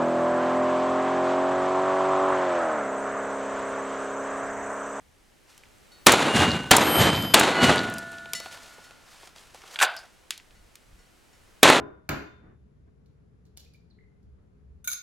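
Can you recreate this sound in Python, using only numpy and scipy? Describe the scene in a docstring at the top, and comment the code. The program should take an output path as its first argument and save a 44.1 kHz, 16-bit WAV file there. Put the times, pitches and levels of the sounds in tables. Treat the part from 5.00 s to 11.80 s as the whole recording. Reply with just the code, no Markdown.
"""Shotgun and pistol on an open range

Three shotgun blasts ring steel plates and roll back from the earth bank as scattered noise.
The gun is slung with a clank of decaying steel modes; cloth rubs and gear clicks and bumps, all close by.
A pistol is drawn from a stiff holster (knocks through its resonances), clicks, and fires once.
A small camera with two microphone ports clips each blast, ducks its gain and recovers."""
import sys
import numpy as np
from scipy import signal
from scipy.fft import rfft, irfft, next_fast_len
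from scipy.io import wavfile
from scipy.ndimage import map_coordinates

SR = 44100
rng = np.random.default_rng(int(sys.argv[2]) if len(sys.argv) > 2 else 0)


def transcribe(u):
    """Save the signal u as a 16-bit wav file named by the first command-line argument.

    u: samples, shape (n,) or (channels, n), limited to [-1, 1]; the rate is SR.
    q: integer samples, one column per channel.
    """
    v = np.clip(np.atleast_2d(u).T, -1, 1)
    q = np.round(v * 32767).astype(np.int16)
    wavfile.write(sys.argv[1], SR, q)


N = 299880

# three shotgun shots, then the pistol; boom and tilt are extras for the returning roll:
# start_s, blast_db, echo_db, boom_db, tilt_db_per_octave, lead_in_crack_db
SHOT_TABLE = [(1.0672, 28.5, -0.5, 0, 0.5, -5), (1.7127, 28, -0.5, 2, 0, -3.5),
              (2.3418, 30, 0.5, -4.5, 0, -4), (6.6304, 28, 12, -24, -0.5, -20.5)]


def amp(db):
    """Decibels to amplitude."""
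    return 10 ** (np.asarray(db) / 20)


def unit(x):
    """Scale to an RMS of 1."""
    return x / np.sqrt(np.mean(x ** 2) + 1e-20)


def power_sum(levels_db):
    """Level of unrelated sounds heard together: their powers add."""
    return 10 * np.log10(sum(amp(db) ** 2 for db in levels_db) + 1e-30)


def along(points, hz):
    """Read a curve of (Hz, value) points on a log frequency axis."""
    point_hz, values = np.transpose(points)
    return np.interp(np.log(hz + 1), np.log(point_hz + 1), values)


def wobble(rate, size):
    """A smooth random curve, rate knots a second."""
    knots = rng.standard_normal(int(size * rate / SR) + 4)
    return map_coordinates(knots, [np.arange(size) * rate / SR])


def filtered(x, response):
    """Filter x by a complex response of frequency."""
    size = next_fast_len(x.shape[-1] + 8192)
    spectrum = rfft(x, size) * response(np.fft.rfftfreq(size, 1 / SR))
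    return irfft(spectrum, size)[..., :x.shape[-1]]


def shaped(size, gain_db, side_db):
    """Nearly mono noise whose gain is a rule of frequency and time."""
    noise = rng.standard_normal((2, size))
    hz, t, frames = signal.stft(noise, SR, nperseg=256, noverlap=192)
    frames = frames * amp(gain_db(hz[:, None], t))
    mid, side = signal.istft(frames, SR, nperseg=256, noverlap=192)[1][:, :size]
    return np.array([mid + amp(side_db) * side, mid - amp(side_db) * side])


def add(track, s, sound):
    """Mix a sound in at a time in seconds, cut at the end of the track."""
    part = track[..., round(s * SR):round(s * SR) + sound.shape[-1]]
    part += sound[..., :part.shape[-1]]


def burst(t60, hz, width):
    """A dying puff of noise through one broad resonance taken twice, peak near 1; width is per centre."""
    t = np.arange(int(.25 * SR)) / SR

    def resonance(f):
        damping = 1j * f * hz * width
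        return (damping / (hz * hz - f * f + damping)) ** 2
    band = filtered(rng.standard_normal(len(t)), resonance)
    return unit(band) * amp(-4.0 - 60 * t / t60)


def air():
    """Light wind and microphone hiss: slowly wavering noise, less alike at the two ports in the lows and mids."""
    # colour of the open air: pitch_hz, relative_db_per_hz
    air_colour = [(12, -27), (20, -4), (168, -14.5), (329, -14), (979, -20.5), (1970, -21.5), (2760, -24),
                  (3000, -23.5), (3360, -26.5), (8690, -30), (16100, -37)]
    # likeness of left and right: pitch_hz, correlation
    likeness = [(60, 0.17), (380, -0.025), (2380, 0.51), (15000, 1)]
    level_db = -57

    def mid_and_side(hz):
        turn = np.arccos(np.clip(along(likeness, hz), -1, 1)) / 2
        return amp(along(air_colour, hz)) * [np.cos(turn), np.sin(turn)]
    mid, side = filtered(rng.standard_normal((2, N)), mid_and_side)
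    return amp(level_db + 1.9 * wobble(0.93, size=N)) * unit(np.array([mid + side, mid - side]))


def gusts():
    """Wind buffeting the ports: low noise, different at each, with an irregular level."""
    # course of the wind: time_s, level_db
    gust_course = [(0, -66), (3, -79), (4, -70.5), (5.3, -69), (5.5, -63), (5.75, -62), (5.9, -56),
                   (6.1, -69.5), (6.4, -64), (6.8, -61.5)]
    times, levels_db = np.transpose(gust_course)
    low = filtered(rng.standard_normal((2, N)), lambda hz: 1 / (1 + (hz / 70) ** 2.3))
    ports = unit(low + 0.74 * low[::-1])  # each port shares some of the other's wind
    return amp(np.interp(np.arange(N) / SR, times, levels_db) + 4.4 * wobble(6.4, size=N)) * ports


def rustle():
    """Cloth rubbing: grainy noise, cut below the low mids; each rub swells, fades and dulls off its peak."""
    # rubs of clothing close to the microphone: peak_s, level_db, rise_db_per_s, fall_db_per_s
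    rub_table = [(.496, -53.5, 700, 90), (.684, -65, 1200, 1500), (3.02, -52.5, 900, 132),
                 (3.118, -50, 1500, 500), (3.172, -52.5, 260, 153), (3.43, -42.5, 500, 90),
                 (3.524, -40.5, 700, 150), (3.628, -46.5, 600, 45), (3.848, -51.5, 300, 242),
                 (4.116, -51, 100, 82), (4.26, -48, 78, 220), (4.362, -49, 1500, 47),
                 (4.544, -51.5, 1800, 23.5), (4.676, -47.5, 500, 379.5), (4.746, -41.5, 204, 598.5),
                 (4.88, -49, 900, 71), (5.0, -51.5, 503, 300), (5.04, -57, 298, 522)]
    peak_tilt_db, dulling = -1, 0.15  # dB/octave at a peak; dB/octave lost per dB under it

    def colour(hz, t):
        octaves = np.log2(np.maximum(hz, 500) / 7000)
        rubs = []
        for s, db, rise, fall in rub_table:
            under_db = np.where(t < s, rise * (s - t), fall * (t - s))
            tilt_db = peak_tilt_db - dulling * np.minimum(under_db, 20)
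            rubs.append(db - under_db + octaves * tilt_db)
        low_cut_db = 25 / (1 + (hz / 350) ** 4)
        top_cut_db = 14 / (1 + (11000 / (hz + 1)) ** 4)
        return power_sum(rubs) - low_cut_db - top_cut_db
    grain = amp(1.4 * wobble(150, size=N))
    return grain * shaped(N, colour, side_db=-19.5)


def clicks():
    """Small clicks: a very short resonant puff of noise, and a faint longer scatter."""
    # action, hulls, sling, buckles and pistol: start_s, level_db, centre_hz, width_per_centre
    click_table = [(0.5781, -37.5, 6980, 2.9), (0.635, -39.5, 2180, 0.63), (0.655, -50, 2400, 1.1),
                   (.7826, -50, 7110, 0.35), (1.1988, -26, 8980, 1.5), (1.8486, -23.5, 9000, 1.5),
                   (2.2237, -24.5, 6860, 0.94), (2.4341, -17, 7200, 1.5), (2.7587, -25, 8800, 0.25),
                   (2.8351, -35.5, 9000, 1), (2.8997, -31, 8000, 2.4), (2.9393, -27.5, 7750, 1.1),
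                   (2.9832, -24.5, 6800, 1.7), (2.9903, -32.5, 7470, 1), (3.118, -38.5, 7640, 1.6),
                   (3.184, -35, 3200, 0.94), (3.257, -34.5, 2960, 0.74), (3.3343, -13.5, 5463, 2.6),
                   (3.4013, -26, 5470, 1.4), (3.4591, -33, 2200, 1.4), (3.9088, -38.5, 2404, 1.3),
                   (4.2314, -44, 2850, 1.19), (4.2732, -37.5, 2980, 1.5), (4.361, -38.5, 3320, 0.95),
                   (4.3824, -35, 3300, 0.55), (4.5459, -37, 3990, 2.7), (4.6187, -38.5, 2600, 1.3),
                   (4.6365, -42.5, 2560, 0.91), (4.9654, -30, 4476, 2.2), (4.9902, -41, 7100, 1.17),
                   (5.3067, -14, 3330, 2.5), (5.3776, -33, 4480, 2.7), (5.3993, -39, 1800, 0.76),
                   (5.5081, -47, 2400, 1.2), (5.7553, -35.5, 4980, 3)]
    out = np.zeros(N)
    for s, db, hz, width in click_table:
        click = burst(.015, hz, width)
        scatter = amp(-20) * burst(0.23, min(hz, 3000), 1.4)  # gravel and gear nearby return it
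        add(out, s, amp(db) * (click + scatter))
    return out


def clanks():
    """The gun's steel rings: each clank excites the same decaying modes with its own tilt and hardness."""
    # modes of the gun's steel: pitch_hz, relative_db, t60_s
    gun_modes = [(1450, -5, .6), (1999, -2, .33), (2914, -7, .35), (3750, -11, .55), (3914, -13, .6),
                 (4400, -4, .5), (5410, -1, .21), (6191, -8, .3), (7020, -1, .18), (7623, -6, .2),
                 (8936, -13, .24), (10540, -9, .23), (12470, -18, .27), (15180, -18, .17)]
    # clanks close by: start_s, ring_db, tilt_db_per_octave, db_per_doubling_of_t60
    clank_table = [(0.918, -58.5, 4, 12), (3.35, -36, 0.9, -1.5), (3.73, -68.5, 7, 3),
                   (3.84, -56.5, 3.2, 4), (5.55, -65, -1.5, 2.5), (5.99, -63, -2.5, -2),
                   (6.33, -65.5, -3, -5)]
    out, t = np.zeros(N), np.arange(SR) / SR
    for s, db, tilt, soft in clank_table:
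        for hz, mode_db, t60 in gun_modes:
            level_db = db + mode_db + tilt * np.log2(hz / 3000) + soft * np.log2(t60 / 0.38)
            level_db += rng.normal(0, 1.4)
            add(out, s, amp(level_db - 60 * t / t60) * np.sin(2 * np.pi * hz * t))
    return out


def blasts():
    """Muzzle blast: a pressure pulse with its undershoot and bursts of noise, then single echoes."""
    # single echoes of the blast: delay_s, relative_db, top_hz
    echo_table = [(.0065, -10, 2504), (0.024, -5, 1770), (.045, -10.5, 1814), (.069, -6, 3000),
                  (.092, -19, 2010), (.362, -35, 2493), (0.531, -50, 1241)]
    # bright slaps off a far hard face: delay_s, level_db
    slap_table = [(.439, -18.5), (.449, -17)]
    out, t = np.zeros(N), np.arange(int(.03 * SR)) / SR
    for s, blast_db, echo_db, _, _, lead_db in SHOT_TABLE:
        u = t / .00045  # time in pulse lengths
        pulse = (1 - u) * np.exp(-u)
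        crack = 0.81 * burst(0.019, 6000, 9)[:len(t)]
        body = 0.48 * burst(0.027, 950, 1.0)[:len(t)]
        blast = amp(blast_db) * (pulse + crack + body)
        add(out, s, blast)
        lead_in = burst(0.023, 2000, 2.5)[:len(t)] * (1 - np.exp(-t / 0.0014))
        add(out, s - .004, amp(lead_db) * lead_in)  # arrives before the gain ducks
        for late, db, top_hz in echo_table:
            echo = filtered(blast, lambda f: (1 + 1j * f / top_hz) ** -2.)
            level_db = db + echo_db + rng.normal(0, 0.82)
            add(out, s + late + rng.normal(0, 0.00086), amp(level_db) * echo)
        for late, db in slap_table:
            add(out, s + late, amp(db + rng.normal(0, 0.89)) * burst(.017, 4000, .4))
    return out


def scattered_roll():
    """The blast scattered back: lumpy noise, its colour the power sum of returns from near to far."""
    # ground underfoot, gear nearby, open field, foot and face of the bank, slopes behind, far hills:
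    # delay_s, swell_before_it_s, peak_db, fall_db_per_s, boom_db, tilt_db_per_octave
    scatterers = [(0, .001, 30, 1299.5, -3, -1), (0, .001, 27, 188.5, -13.5, -4.5),
                  (.1, .1, 7, 76.5, -15, -8), (.305, .035, -11, 179, 12.5, -3),
                  (.365, .03, -5, 221.5, -3.5, -6), (.45, 0.068, -16, 86.5, 9.5, -5.5),
                  (.7, .2, -43, 22, 15.5, -2)]
    # colour of the range over the whole roll: pitch_hz, gain_db
    field_colour = [(20, -33.5), (55, -13.5), (80, -1), (125, 1.5), (250, 4.5), (500, -2.5), (1500, 0.5),
                    (4000, 2), (5200, -6), (7000, -1.5), (11000, -10), (17000, -23.5)]
    out, size = np.zeros((2, N)), int(1.6 * SR)
    for s, _, echo_db, boom_db, slope, _ in SHOT_TABLE:
        def colour(hz, ago):
            low = 1 / (1 + (hz / 190) ** 4)  # weight of the boom
            octaves = np.log2(np.maximum(hz, 700) / 700)
            returns = []
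            for late, swell, db, fall, boom, tilt in scatterers:
                fallen_db = fall * np.maximum(ago - late, 0)
                before_db = 10 * (np.minimum(ago - late, 0) / swell) ** 2
                returns.append(db - fallen_db - before_db + low * boom + octaves * tilt)
            return echo_db + low * boom_db + octaves * slope + power_sum(returns)
        # many separate small reflectors
        lumps_db = 1.4 * wobble(350, size=size) + 1.32 * wobble(60, size=size)
        lumps_db += 2.1 * np.maximum(wobble(220, size=size) - 1.3, 0)
        roll = amp(lumps_db) * shaped(size, colour, side_db=-20.0)
        add(out, s + .0015, filtered(roll, lambda hz: amp(along(field_colour, hz))))
    return out


def plates():
    """Pellets crack on the steel; twin modes beat as it rings, until it swings against its stand."""
    # pellets on steel, and later clangs as a plate rocks: start_s, crack_db, free_ring_s
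    hit_table = [(1.119, 34, .6), (1.289, -23.5, 0.4), (1.7645, 36, 1.08), (2.3945, 33.5, 2.5),
                 (2.575, -19, .4), (6.698, 31, .4)]
    # modes heard after each hit, one row a hit: pitch_hz of each mode
    mode_pitches = [
        [7553, 9523, 1500, 14400],
        [2836],
        [3091, 4920, 8218, 8936, 11745, 13078, 1378],
        [1454, 673, 1378, 1755, 2003, 3779, 4334],
        [2918],
        [3250, 7200],
    ]
    # how those modes ring, one row a hit; for each mode: level_db, t60_s, twin_above_hz, twin_share
    mode_rings = [
        [(-26, .6, 4.5, 0.51), (-23, .6, 1.4, -0.63), (-30.5, 2.1, .9, -0.85), (-37.5, 0.45, 1.5, 0.1)],
        [(-22, 1.3, 2.5, -0.42)],
        [(-16, 1.5, 1.2, -0.44), (-32, 2.3, 6.8, -.1), (-18, 0.72, 1.6, -.5), (-26.5, 1, 2.4, -.5),
         (-17, 1.1, 2.9, -.8), (-27, .75, 2.9, -.7), (-26.5, 1.4, 1.6, 0.1)],
        [(-18.5, 2.11, 1.65, -0.16), (-33.5, 2.62, 0.58, -0.32), (-35, 3.2, 0.7, 0.153),
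         (-33.5, 2.66, 0.58, -0.24), (-14, 0.7, 2.1, -0.59), (-9.5, .3, 1.5, 0.3), (-20, 0.84, 1.9, -0.13)],
        [(-19, 0.48, 3.2, -1.35)],
        [(-28, 0.6, 1.5, 0.1), (-43, .05, 1.5, 0.1)],
    ]
    out, t = np.zeros(N), np.arange(int(2.5 * SR)) / SR
    for (s, db, free), pitches, rings in zip(hit_table, mode_pitches, mode_rings):
        crack_rise = (1 - np.exp(-t[:SR // 4] / 0.0034)) ** 2
        add(out, s, amp(db) * burst(0.015, 8000, 0.9) * crack_rise)
        damping_db = -300 * np.maximum(t - free, 0)
        for hz, (level_db, t60, twin_hz, share) in zip(pitches, rings):
            mode = np.sin(2 * np.pi * hz * t)
            twin = share * np.sin(2 * np.pi * (hz + twin_hz) * t)
            add(out, s, amp(level_db - 60 * t / t60 + damping_db) * (mode + twin))
    return out


def bumps():
    """Dull knocks of stock and gear against the body: short puffs of low-mid noise."""
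    # bumps close by: start_s, level_db
    bump_table = [(2.9822, -38), (3.257, -40), (3.3339, -33.5), (3.4012, -33.5), (3.4591, -31),
                  (3.783, -39), (3.9085, -44), (4.2316, -40.5), (4.2728, -46), (4.361, -42.5),
                  (4.5459, -39), (4.6363, -36.5), (5.036, -43.5)]
    out = np.zeros(N)
    for s, db in bump_table:
        add(out, s, amp(db) * burst(0.05, 660, 1.4))
    return out


def holster_draw():
    """The draw: soft-edged knocks drive the resonances of the stiff holster; treble and thud go past it."""
    # knocks of the draw: start_s, knock_db, treble_relative_db, centre_hz
    knock_table = [(4.757, -20.5, -20, 2530), (4.788, -16, -12, 2480), (4.799, -12.5, -13.5, 2280),
                   (4.811, -9, -11.5, 1586), (4.817, -4, -10, 1498), (4.824, -1, -9.5, 1604),
                   (4.831, -5, -16, 1363), (4.838, -12.5, -15, 1490), (4.847, -13, -18, 3500)]
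    # resonances of the holster shell: pitch_hz, width_hz, gain_db
    shell_modes = [(710, 140, -3.5), (1517, 120, -2), (2400, 1000, -12), (3700, 890, -9.5),
                   (4855, 210, -10)]
    blow_db, rub_db = 17, -10.5  # shell drive over each knock: blow, lingering rub
    thud_db = -30.5  # relative to each knock
    into_shell, out = np.zeros(N), np.zeros(N)
    soft = 1 - np.exp(-np.arange(SR // 4) / SR / 0.0025)  # 2.5 ms attack
    for s, db, treble_db, hz in knock_table:
        blow = amp(db + blow_db) * soft * burst(.022, hz, 1.0)
        rub = amp(db + rub_db) * burst(.4, 1150, 2.1)
        add(into_shell, s, blow + rub)
        treble = amp(db + treble_db) * burst(0.06, 7000, 0.9)
        thud = amp(db + thud_db) * burst(0.101, 420, .9)
        add(out, s, soft * (treble + thud))

    def shell(f):
        total = 0
        for k, (centre, width, db) in enumerate(shell_modes):
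            damping = 1j * f * width
            total = total + (-1) ** k * amp(db) * damping / (centre * centre - f * f + damping)
        return total
    return out + filtered(into_shell, shell)


def holster_pings():
    """The holster rings: noise through one narrow resonance."""
    # pings close by: start_s, level_db
    ping_table = [(4.9653, -34)]
    out = np.zeros(N)
    for s, db in ping_table:
        add(out, s, amp(db) * burst(0.16, 4830, .18))
    return out


def wide(x):
    """The two ports hear slightly different near reflections, mostly in the treble."""
    scatter = burst(.012, 9000, 2.5)
    side = amp(-16.5) * signal.fftconvolve(x, scatter / np.linalg.norm(scatter))[:N]
    return np.array([x + side, x - side])


def scene():
    """Everything that reaches the two ports."""
    gear = clicks() + clanks() + bumps() + holster_draw() + holster_pings()
    near = wide(gear + blasts() + plates())
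    return air() + gusts() + rustle() + near + scattered_roll()


def record(dry):
    """The capsule fades at both ends; gain ducks over a threshold and climbs back; the first instants clip."""
    threshold_db, recovery_db_per_s, top_hz = -2.0, 100, 16200
    span = int(0.001 * SR)
    power = np.convolve(np.mean(dry ** 2, 0), np.ones(span) / span)[:N]
    climb_db = recovery_db_per_s * np.arange(N) / SR
    # a running maximum against the climb: instant duck, steady recovery
    held_db = np.maximum.accumulate(10 * np.log10(power + 1e-12) + climb_db) - climb_db
    capsule = filtered(dry, lambda hz: 1j * hz / (22 + 1j * hz) / (1 + (hz / 15500) ** 6))
    ducked = capsule * amp(-np.maximum(held_db - threshold_db, 0))
    clipped = ducked / (1 + np.abs(ducked) ** 8) ** (1 / 8)
    return np.clip(filtered(clipped, lambda hz: hz < top_hz), -1, 1)


dry = scene()
out = record(dry)
transcribe(out)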